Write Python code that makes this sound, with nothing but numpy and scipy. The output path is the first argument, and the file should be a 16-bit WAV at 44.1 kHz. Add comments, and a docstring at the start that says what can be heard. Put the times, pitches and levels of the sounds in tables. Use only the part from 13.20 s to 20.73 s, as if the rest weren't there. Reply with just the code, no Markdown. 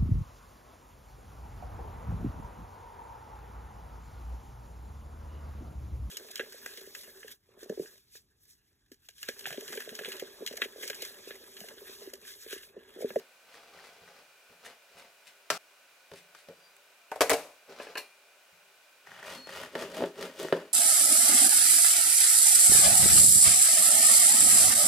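"""Cutting bread in a quiet kitchen

A wooden board close to the microphone, a little to the left, with a faint appliance behind it.
A knife scrapes on bread, clacks on the counter and is dropped on a plastic tub. A second knife is
picked up with a clink, scores the crust and saws through it: the teeth tear tiny fractures and shake
the board more as the cut deepens, until the blade knocks through onto the wood."""
import sys
import numpy as np
from scipy import signal
from scipy.fft import rfft, irfft
from scipy.io import wavfile
from scipy.ndimage import uniform_filter1d

SR = 44100
rng = np.random.default_rng(int(sys.argv[2]) if len(sys.argv) > 2 else 0)


def persist_wave(psi):
    """Save psi, clipped to +-1, as 16-bit WAV."""
    counts = np.round(np.clip(psi, -1, 1) * 32767).astype(np.int16)
    wavfile.write(sys.argv[1], SR, np.atleast_2d(counts).T)


N = 332073
TIME = np.arange(N) / SR
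RING_TIME = TIME[:SR * 3 // 4]  # seconds since a blow

# Modes of the wooden board. Each row: frequency in Hz, level in dB.
BOARD_MODES = [(170, -8), (262, -9.5), (345, -10.5), (400, 2.5), (478, 1), (522, 1.5), (554, 4.5), (632, 0),
               (882, -4.5), (1280, -24), (1460, -10.5), (1645, -19), (1800, -3), (2960, -3)]
# The thud, clack and tick bands of a contact. Each row: lower and upper edge in Hz.
BANDS_HZ = [(110, 900), (900, 3000), (3000, 16000)]


def amp(db):
    """Decibels to gain."""
    return 10 ** (np.asarray(db) / 20)


def unit(x):
    """Scale to rms 1."""
    return x / np.sqrt(np.mean(x ** 2))


def fade(t60):
    """Exponential decay, 60 dB down after t60 seconds."""
    return np.exp(-np.log(1000) * RING_TIME / t60)


def swell(centre_s, half_s):
    """A bell-shaped rise and fall."""
    return np.exp(-((TIME - centre_s) / half_s) ** 2 / 2)


def wander(rate):
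    """Smooth random drift with rms 1."""
    size = max(int(SR / rate), 1)
    return unit(uniform_filter1d(uniform_filter1d(rng.standard_normal(N), size), size))


def band(x, low_hz, high_hz, order=3):
    """Causal band-pass."""
    sos = signal.butter(order, [low_hz, min(high_hz, SR / 2 - 1)], "band", fs=SR, output="sos")
    return signal.sosfilt(sos, x + 1e-18)


def convolve(x, response):
    """Convolve, keeping the length."""
    return signal.fftconvolve(np.atleast_2d(x), np.atleast_2d(response), axes=-1)[:, :np.shape(x)[-1]]


def colour(x, points, size=2048):
    """Minimum-phase filter through (Hz, dB) points."""
    hz, db = np.transpose(points)
    bins_hz = np.arange(size // 2 + 1) * SR / size
    gain = amp(np.interp(np.log(bins_hz + 1), np.log(hz), db))
    cepstrum = irfft(np.log(gain))[:size // 2]
    cepstrum[1:] *= 2
    return convolve(x, irfft(np.exp(rfft(cepstrum, size))))


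def scattered(count):
    """Stereo noise from all around the microphone: alike in the bass, less so in the treble."""
    # Stereo width. Each row: frequency in Hz, side against mid in dB.
    width = [(150, -21), (420, -21), (700, -15), (1400, -8), (3000, -4), (6000, -3), (14000, -4)]
    mid, side = rng.standard_normal((2, count))
    return mid + colour(side, width) * np.array([[1], [-1]])


def add(out, start_s, sound):
    """Mix a sound in at its start time."""
    start = max(int(start_s * SR), 0)
    out[:, start:start + sound.shape[-1]] += sound[..., :N - start]


def damped(modes, t60):
    """Give (Hz, dB) modes their decay: t60 seconds at 400 Hz, shorter above."""
    return [(hz, db, t60 * (400 / hz) ** 0.4) for hz, db in modes]


def ring(modes, polarity=-1, wave=np.sin):
    """Sum (Hz, dB, t60) modes; neighbours start opposed (polarity -1) or all together (1)."""
    return sum(polarity ** k * amp(db) * wave(2 * np.pi * hz * RING_TIME) * fade(t60)
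               for k, (hz, db, t60) in enumerate(modes))


def grains(rate, spread_db):
    """Tiny random impacts, about rate a second; spread_db makes their strengths uneven."""
    occurs = rng.random(N) < rate / SR
    size = np.minimum(rng.exponential(size=N), 5)
    direction = rng.choice([-1, 1], N)
    return unit(occurs * direction * amp(spread_db * size))


def kitchen(direct, wet_db):
    """Direct sound plus reflections from counter and walls, wet_db against it."""
    tail = scattered(len(RING_TIME)) * fade(t60=0.22)
    reflections = convolve(direct, tail / np.sqrt(np.sum(tail ** 2) / 2))
    return (direct + amp(wet_db) * reflections) / np.hypot(1, amp(wet_db))


def struck(blows, tone, overtones, tone_db, snap_db, crack_t60, tail_db, tail_t60):
    """Each blow gives a contact snap, rings the modes and leaves dense overtones in the room."""
    out = np.zeros((2, N))
    envelope = amp(snap_db) * fade(0.00012) + fade(crack_t60) + amp(tail_db) * fade(tail_t60)
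    for start, *levels_db in blows:
        crack = colour(scattered(len(RING_TIME)) * envelope, overtones)
        sound = unit(crack) + amp(tone_db) * unit(tone)
        for edges_hz, db in zip(BANDS_HZ, levels_db):  # the hardness of the blow sets three bands
            part = band(sound, *edges_hz)
            onset_rms = np.sqrt(np.mean(part[:, :SR // 100] ** 2))
            add(out, start, part * amp(db) / onset_rms)
    return out


def room_tone():
    """Steady hiss of the kitchen with the faint whirr and wavering whine of an appliance."""
    # Spectrum of the hiss. Each row: frequency in Hz, relative level in dB.
    hiss_colour = [(30, -23), (55, -19), (110, -21), (250, -12), (400, -5), (600, 0), (1000, -1),
                   (2000, -2.5), (4000, -6), (8000, -10.5), (16000, -14)]
    # Bands of the whirr. Each row: centre in Hz, width in Hz, level in dB.
    whirr_bands = [(580, 70, -74), (1500, 90, -71.5), (2410, 120, -69.5), (2860, 90, -75), (3950, 70, -80)]
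    # Narrow tones of the whine. Each row: frequency in Hz, level in dB.
    whine_tones = [(400, -82), (689, -81), (1319, -81), (1464, -78.5), (1535, -79.5), (2385, -77),
                   (2471, -78), (2665, -79)]

    def noise_band(hz, width_hz, order):
        return unit(band(scattered(N), hz - width_hz / 2, hz + width_hz / 2, order))

    hiss = amp(-61.8) * unit(colour(scattered(N), hiss_colour))
    whirr = sum(amp(db) * noise_band(hz, width_hz, order=1) for hz, width_hz, db in whirr_bands)
    whine = sum(amp(db) * noise_band(hz, width_hz=11, order=2) for hz, db in whine_tones)
    return hiss + whirr + whine


def rubs():
    """Blade or fingers rub on bread and counter: a dull drag in the board and fine grit on top."""
    # Each row: centre and half length in seconds, drag and grit in dB.
    touches = [(0, 0.012, -48, -57), (0.362, 0.076, -68, -56.5), (0.605, 0.085, -62, -55),
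               (0.89, 0.11, -63, -58), (1.316, 0.017, -63, -61), (1.474, 0.034, -56, -53.5),
               (1.788, 0.054, -65, -56.5), (3.302, 0.014, -50.5, -68), (4.51, 0.017, -47.5, -46.5),
               (4.61, 0.031, -53, -45), (4.704, 0.018, -48, -48)]
    drag, grit = np.zeros((2, N))
    for centre, half, drag_db, grit_db in touches:
        touch = swell(centre, half)
        drag += amp(drag_db) * touch
        grit += amp(grit_db) * touch
    wood = convolve(grains(rate=600, spread_db=4), ring(damped(BOARD_MODES, t60=0.07)))
    dull = unit(band(wood, 250, 2000, order=2))
    grit_colour = [(150, -14), (600, 5.5), (1900, -1.5), (4500, -6), (8000, -17.5), (15000, -26)]
    fine = unit(colour(grains(rate=1200, spread_db=4.5), grit_colour))
    return kitchen(drag * dull + grit * fine, wet_db=3.5)


def scratches():
    """Dry crust scratches on steel or skin in short, crisp bursts of tiny fractures."""
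    # Each row: centre and half length in seconds, level in dB.
    bursts = [(.348, .018, -56), (.65, .02, -56.5), (1.461, .008, -44), (1.79, .012, -54),
              (2.078, .012, -51.5), (2.974, .016, -52), (3.185, .025, -59), (4.632, .014, -51)]
    # Spectrum of the crackle. Each row: frequency in Hz, relative level in dB.
    crackle_colour = [(400, -11.5), (1200, -4.5), (2000, 9), (4500, 2.5), (6500, -4), (9000, -1),
                      (16000, -17)]
    envelope = sum(amp(db) * swell(centre, half) for centre, half, db in bursts)
    crackle = unit(colour(grains(rate=3000, spread_db=4), crackle_colour))
    return kitchen(envelope * crackle, wet_db=-1)


def edge_clicks():
    """A steel edge meets something hard: bright clicks, over in a few milliseconds."""
    # Each row: start in seconds, peak in dB.
    contacts = [(2.084, -55), (3.566, -41), (4.096, -9), (4.1312, -46.5), (6.291, -43), (7.23, -28)]
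    # Spectrum of a click. Each row: frequency in Hz, relative level in dB.
    click_colour = [(500, -13), (2000, 11), (5000, -5), (8000, 7), (11500, -3), (16000, 1)]
    out = np.zeros((2, N))
    for start, peak_db in contacts:
        click = colour(scattered(len(RING_TIME)) * fade(t60=0.009), click_colour)
        add(out, start, amp(peak_db) * click / np.abs(click).max())
    return out


def counter_clack():
    """The first knife clacks on the hard counter; the ring breaks off abruptly."""
    # Each row: start in seconds, then thud, clack and tick in dB.
    blows = [(2.302, -32.5, -24, -27.5)]
    # Modes of the counter and its dense overtones. Each row: frequency in Hz, relative level in dB.
    modes = [(168, -1.5), (275, -1.5), (415, 9), (612, 9), (668, -4), (1080, -8), (1340, 3.5), (1600, 3),
             (2450, -21)]
    overtones = [(65, -81), (110, -10), (536, 2), (620, 6.5), (1020, -14), (1310, -4), (1460, -10.5),
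                 (1990, -13.5), (3960, -15), (4880, -12.5), (16000, -28.5)]
    silent_at_s, break_s = 2.378, 0.0013
    clack = struck(blows, ring(damped(modes, t60=0.18)), overtones,
                   tone_db=-4, snap_db=-20, crack_t60=0.038, tail_db=-12.5, tail_t60=0.45)
    return clack * np.clip((silent_at_s - TIME) / break_s, 0, 1)


def tub_drop():
    """The butter knife touches the plastic tub twice while a hand damps it, then lands and bounces."""
    # Light touches, then the landing. Each row: start in seconds, then thud, clack and tick in dB.
    touches = [(3.916, -37, -34.5, -47.5), (3.958, -38.5, -46, -51)]
    bounces = [(4.0075, -22, -21, -23.5), (4.0115, -26, -27.5, -41), (4.0175, -44, -27, -25),
               (4.097, -28.5, -33.5, -52), (4.1005, -34.5, -24, -24), (4.114, -22.5, -24.5, -30),
               (4.132, -26, -31, -28)]
    # The knife's weight passes through the tub into the counter. 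Each row: start in seconds, level in dB.
    thumps = [(4.011, -40), (4.102, -44), (4.127, -43)]
    # Modes of the free tub and its dense overtones. Each row: frequency in Hz, relative level in dB.
    free_modes = [(168, -22.5), (272, -15.5), (290, -17), (415, 5), (458, 6), (554, -1), (603, 2), (635, 7),
                  (712, 4.5), (820, -5), (1200, -16), (1500, -4.5), (1660, 4), (1950, -2), (2255, -3),
                  (2920, -38)]
    overtones = [(65, -2), (110, -19.5), (228, -18.5), (281, -3.5), (368, -8), (409, -1), (620, 5.5),
                 (780, -3.5), (2260, -9.5), (3220, -24.5), (12000, -30), (16000, -44)]
    held_modes = [(440, -19), (620, -14.5), (760, -13.5), (900, -17), (1080, -21.5), (1500, -20)]
    out = struck(touches, ring(damped(held_modes, t60=0.089)), overtones,
                 tone_db=3, snap_db=-4, crack_t60=0.03, tail_db=-9, tail_t60=0.35)
    out += struck(bounces, ring(damped(free_modes, t60=0.23)), overtones,
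                  tone_db=-2, snap_db=8, crack_t60=0.055, tail_db=-16, tail_t60=0.44)
    thump = band(ring([(115, 0, 0.04)]), 80, 220, order=2)
    for start, db in thumps:
        add(out, start, amp(db) * thump)
    return out


def knife_pickup():
    """The second knife clinks as it is nudged on the counter and rings as it is lifted free."""
    # Each row: start in seconds, then thud, clack and tick in dB.
    nudges = [(4.598, -38.5, -42.5, -67), (4.668, -46, -46.5, -60), (4.754, -42, -35, -47),
              (4.772, -70, -35, -45), (4.779, -43.5, -57, -35.5)]
    # Modes and dense overtones of the resting blade. Each row: frequency in Hz, relative level in dB.
    resting_modes = [(430, -8), (580, -8), (1020, -7), (1600, 0), (1685, 3), (1760, 0), (2490, -3),
                     (2630, 0), (2900, -2), (4290, -4)]
    overtones = [(65, -22), (110, -19), (417, 6), (1340, 4), (2560, 1.5), (3350, -9), (4220, -4),
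                 (6260, -13.5), (12200, -15), (16000, -26)]
    # Modes of the free blade. Each row: frequency in Hz, relative level in dB, t60 in seconds.
    free_modes = [(1690, -2, .1), (2013, 3, .19), (2401, -2, .6), (2643, -1, .19), (2810, 6, .27),
                  (3898, -6, .2), (4212, -1, .24), (4310, 1, .13), (5405, -6, .2), (5782, -3, .18),
                  (6815, -8, .17), (7424, -2, .2), (9100, -2.5, .33), (10010, -7, .24), (10150, -4, .27),
                  (11950, -3, .19), (13860, -7, .24), (14730, -8, .2)]
    out = struck(nudges, ring(damped(resting_modes, t60=0.17)), overtones,
                 tone_db=3, snap_db=0, crack_t60=0.03, tail_db=-11, tail_t60=0.27)
    add(out, start_s=4.773, sound=amp(-47) * kitchen(ring(free_modes), wet_db=-9))
    return out


def board_knocks():
    """The blade knocks on the wood, pushing all its modes at once; the hand rocks it with low bumps."""
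    # Each row: start in seconds, then thud, clack and tick in dB.
    knocks = [(2.916, -48, -51.5, -59), (2.936, -48, -55, -55), (3.149, -65, -50.5, -58),
              (3.286, -47, -57, -60), (6.271, -46, -52, -56), (6.553, -32, -34.5, -48.5),
              (6.624, -34.5, -42, -48), (6.806, -34, -43, -62), (6.822, -27, -40.5, -62),
              (6.838, -28, -37.5, -64), (7.026, -51, -40, -43.5), (7.199, -41.5, -46.5, -62),
              (7.229, -43, -50, -56), (7.248, -34.5, -45, -56), (7.325, -18.5, -27.5, -46.5),
              (7.365, -36, -62, -68)]
    # Dense overtones of the wood. Each row: frequency in Hz, relative level in dB.
    overtones = [(47, -74), (80, -34.5), (422, 15), (550, -6), (1070, 1.5), (1740, 5.5), (2380, -11),
                 (4830, 0), (6450, -10), (14600, -14), (16000, -83)]
    # The holding hand presses on the board. Each row: start in seconds, gain in dB.
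    presses = [(0.554, -77), (0.813, -72.5), (1.294, -77), (1.746, -78), (2.915, -67), (3.284, -72),
               (5.322, -80)]
    wood = ring(damped(BOARD_MODES, t60=0.14), polarity=1, wave=np.cos)
    out = struck(knocks, wood, overtones,
                 tone_db=-1, snap_db=-13, crack_t60=0.028, tail_db=-15, tail_t60=0.32)
    soft_onset = 1 - fade(0.0077)
    bump = ring([(95, 7.5, 0.21), (154, -0.5, 0.75), (177.5, 6.5, 0.61)]) * soft_onset
    for start, db in presses:
        add(out, start, amp(db) * bump)
    return out


def crust_snaps():
    """The largest flakes of crust snap one by one under the blade, all equally brittle."""
    # Each row: start in seconds, clack in dB.
    snaps = [(.343, -54), (.589, -53.5), (.640, -57), (.877, -55), (1.450, -54), (1.463, -49),
             (5.871, -48.5), (5.917, -47.5), (5.964, -52), (5.999, -50.5), (6.028, -43.5), (6.049, -49),
             (6.291, -44), (6.435, -44), (6.459, -47), (7.285, -41.5)]
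    # Modes of a flake and its dense overtones. Each row: frequency in Hz, relative level in dB.
    modes = [(400, 10), (980, -16), (1550, -23), (1880, -2.5)]
    overtones = [(65, -30), (110, -24), (392, -34), (595, 9), (902, -22.5), (1870, -7), (2260, -56),
                 (5890, 0.5), (16000, -7)]
    thud_db, tick_db = -15, -17.5  # against the clack
    blows = [(start, db + thud_db, db, db + tick_db) for start, db in snaps]
    return struck(blows, ring(damped(modes, t60=0.031)), overtones,
                  tone_db=-4, snap_db=-2, crack_t60=0.025, tail_db=-8, tail_t60=0.14)


def whistle_and_squeaks():
    """A faint high whistle sounds before the cutting; later the blade groans and squeals in the bread."""
    # The whistle first, then the blade's stick-slip tones.
    # Each row: centre and half length in seconds, pitch in Hz, level in dB.
    tones = [(3.44, 0.06, 4759, -71), (6.084, 0.028, 610, -51.5), (6.184, 0.032, 255, -54),
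             (6.222, 0.048, 4312, -53), (6.99, 0.01, 397.4, -38.5), (7.038, 0.015, 400, -37),
             (7.207, 0.0067, 412, -32.5), (7.25, 0.017, 402, -37)]
    drift_hz, flutter_db = 14 * wander(rate=184), 2 * wander(rate=150)
    out = np.zeros(N)
    for centre, half, hz, db in tones:
        phase = 2 * np.pi * np.cumsum(hz + drift_hz) / SR
        out += amp(db + flutter_db) * swell(centre, half) * np.sqrt(2) * np.sin(phase)
    return kitchen(out, wet_db=-10)


def stroke(start, length, release_db_per_s, attack_s=0.083):
    """One pass of the blade: up to speed by its start, steady for its length, then slowing to its turn."""
    attack = np.clip(1 + (TIME - start) / attack_s, 0, 1) ** 2
    return attack * amp(-release_db_per_s * np.maximum(TIME - start - length, 0))


def sawing():
    """Teeth catch and slip, shaking the board, and tear the crust into a stream of tiny fractures."""
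    # Each row: start and length in seconds, then crust rasp, tooth hiss, board shake and rise of
    # the push over the stroke, all in dB.
    strokes = [(5.903, 0.17, -50.5, -60.5, -66, 25), (6.093, 0.044, -46.5, -50.5, -54.5, 15.5),
               (6.312, 0.11, -43.5, -50, -50.5, 8), (6.585, 0.042, -43, -49.5, -37.5, -3),
               (6.745, 0.068, -44.5, -49, -37.5, 10.5), (7.006, 0.038, -43.5, -49, -42, 2.5),
               (7.203, 0.037, -46, -47.5, -43.5, 3), (7.348, 0.066, -52.5, -60, -45.5, -0.5)]
    # Spectrum of the tearing crust. Each row: frequency in Hz, relative level in dB.
    rasp_colour = [(29, -55), (50, 13), (125, -46), (167, -10.5), (306, -11.5), (380, -18.5), (646, -10),
                   (729, -16.5), (1430, -21.5), (2620, -24), (2880, -26.5), (3500, -24), (12600, -35.5),
                   (16000, -42)]
    # Modes of the blade gripped by the bread. Each row: frequency in Hz, level in dB, t60 in seconds.
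    gripped_modes = [(2080, -3, .02), (2940, 2, .045), (3700, -4, .02), (4220, -4, .02), (4760, -1, .035)]
    _, clack_band, tick_band = BANDS_HZ
    shake, rasp, hiss = np.zeros((3, N))
    for start, length, rasp_db, hiss_db, shake_db, rise_db in strokes:
        speed = stroke(start, length, release_db_per_s=173)
        rasp += amp(rasp_db) * speed
        hiss += amp(hiss_db) * speed
        push_db = rise_db * (np.clip((TIME - start) / length, 0, 1) - 0.5)
        shake += amp(shake_db + push_db) * stroke(start, length, release_db_per_s=212)

    slips = grains(rate=820, spread_db=0.5)
    board_ring = unit(convolve(slips, ring(damped(BOARD_MODES, t60=0.077))))
    roughness = unit(colour(grains(rate=1100, spread_db=-1.5), rasp_colour))
    wood = board_ring + amp(-1.5) * roughness
    # the force that tears the crust also rumbles through the counter
    rumble = amp(-15) * rasp * unit(band(slips, 72, 203))
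    body = shake * unit(band(wood, 140, 590)) + rumble
    steel = amp(-5) * hiss * unit(convolve(slips, ring(gripped_modes)))

    # countless crumbs blur into a soft rasp, from which the larger fractures stand out
    fractures = colour(grains(rate=1700, spread_db=4) + amp(-9) * unit(scattered(N)), rasp_colour)
    crunch = unit(band(fractures, *clack_band)) + unit(band(wood, *clack_band))
    tearing = rasp * unit(crunch) + hiss * unit(band(fractures, *tick_band))
    uneven_bite = unit(amp(2.4 * wander(rate=170)))
    return kitchen(body + steel, wet_db=-0.5) + kitchen(uneven_bite * tearing, wet_db=-1)


def scene():
    """The work goes on a little to the left of the microphone, with the room tone all around."""
    # Each row: frequency in Hz, left minus right in dB.
    lean = [(300, .3), (700, 1.8), (1400, .8), (3000, 2.4), (8000, 3)]
    handling = counter_clack() + tub_drop() + knife_pickup()
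    cutting = board_knocks() + crust_snaps() + sawing()
    left, right = handling + cutting + whistle_and_squeaks() + rubs() + scratches() + edge_clicks()
    left = colour(left, [(hz, db / 2) for hz, db in lean])
    right = colour(right, [(hz, -db / 2) for hz, db in lean])
    return np.vstack([left, right]) + room_tone()


def record(dry):
    """The recorder cuts the top treble steeply."""
    top_hz = 15900
    return signal.sosfilt(signal.ellip(10, 0.2, 70, top_hz, fs=SR, output="sos"), dry)


dry = scene()
out = record(dry)
persist_wave(out)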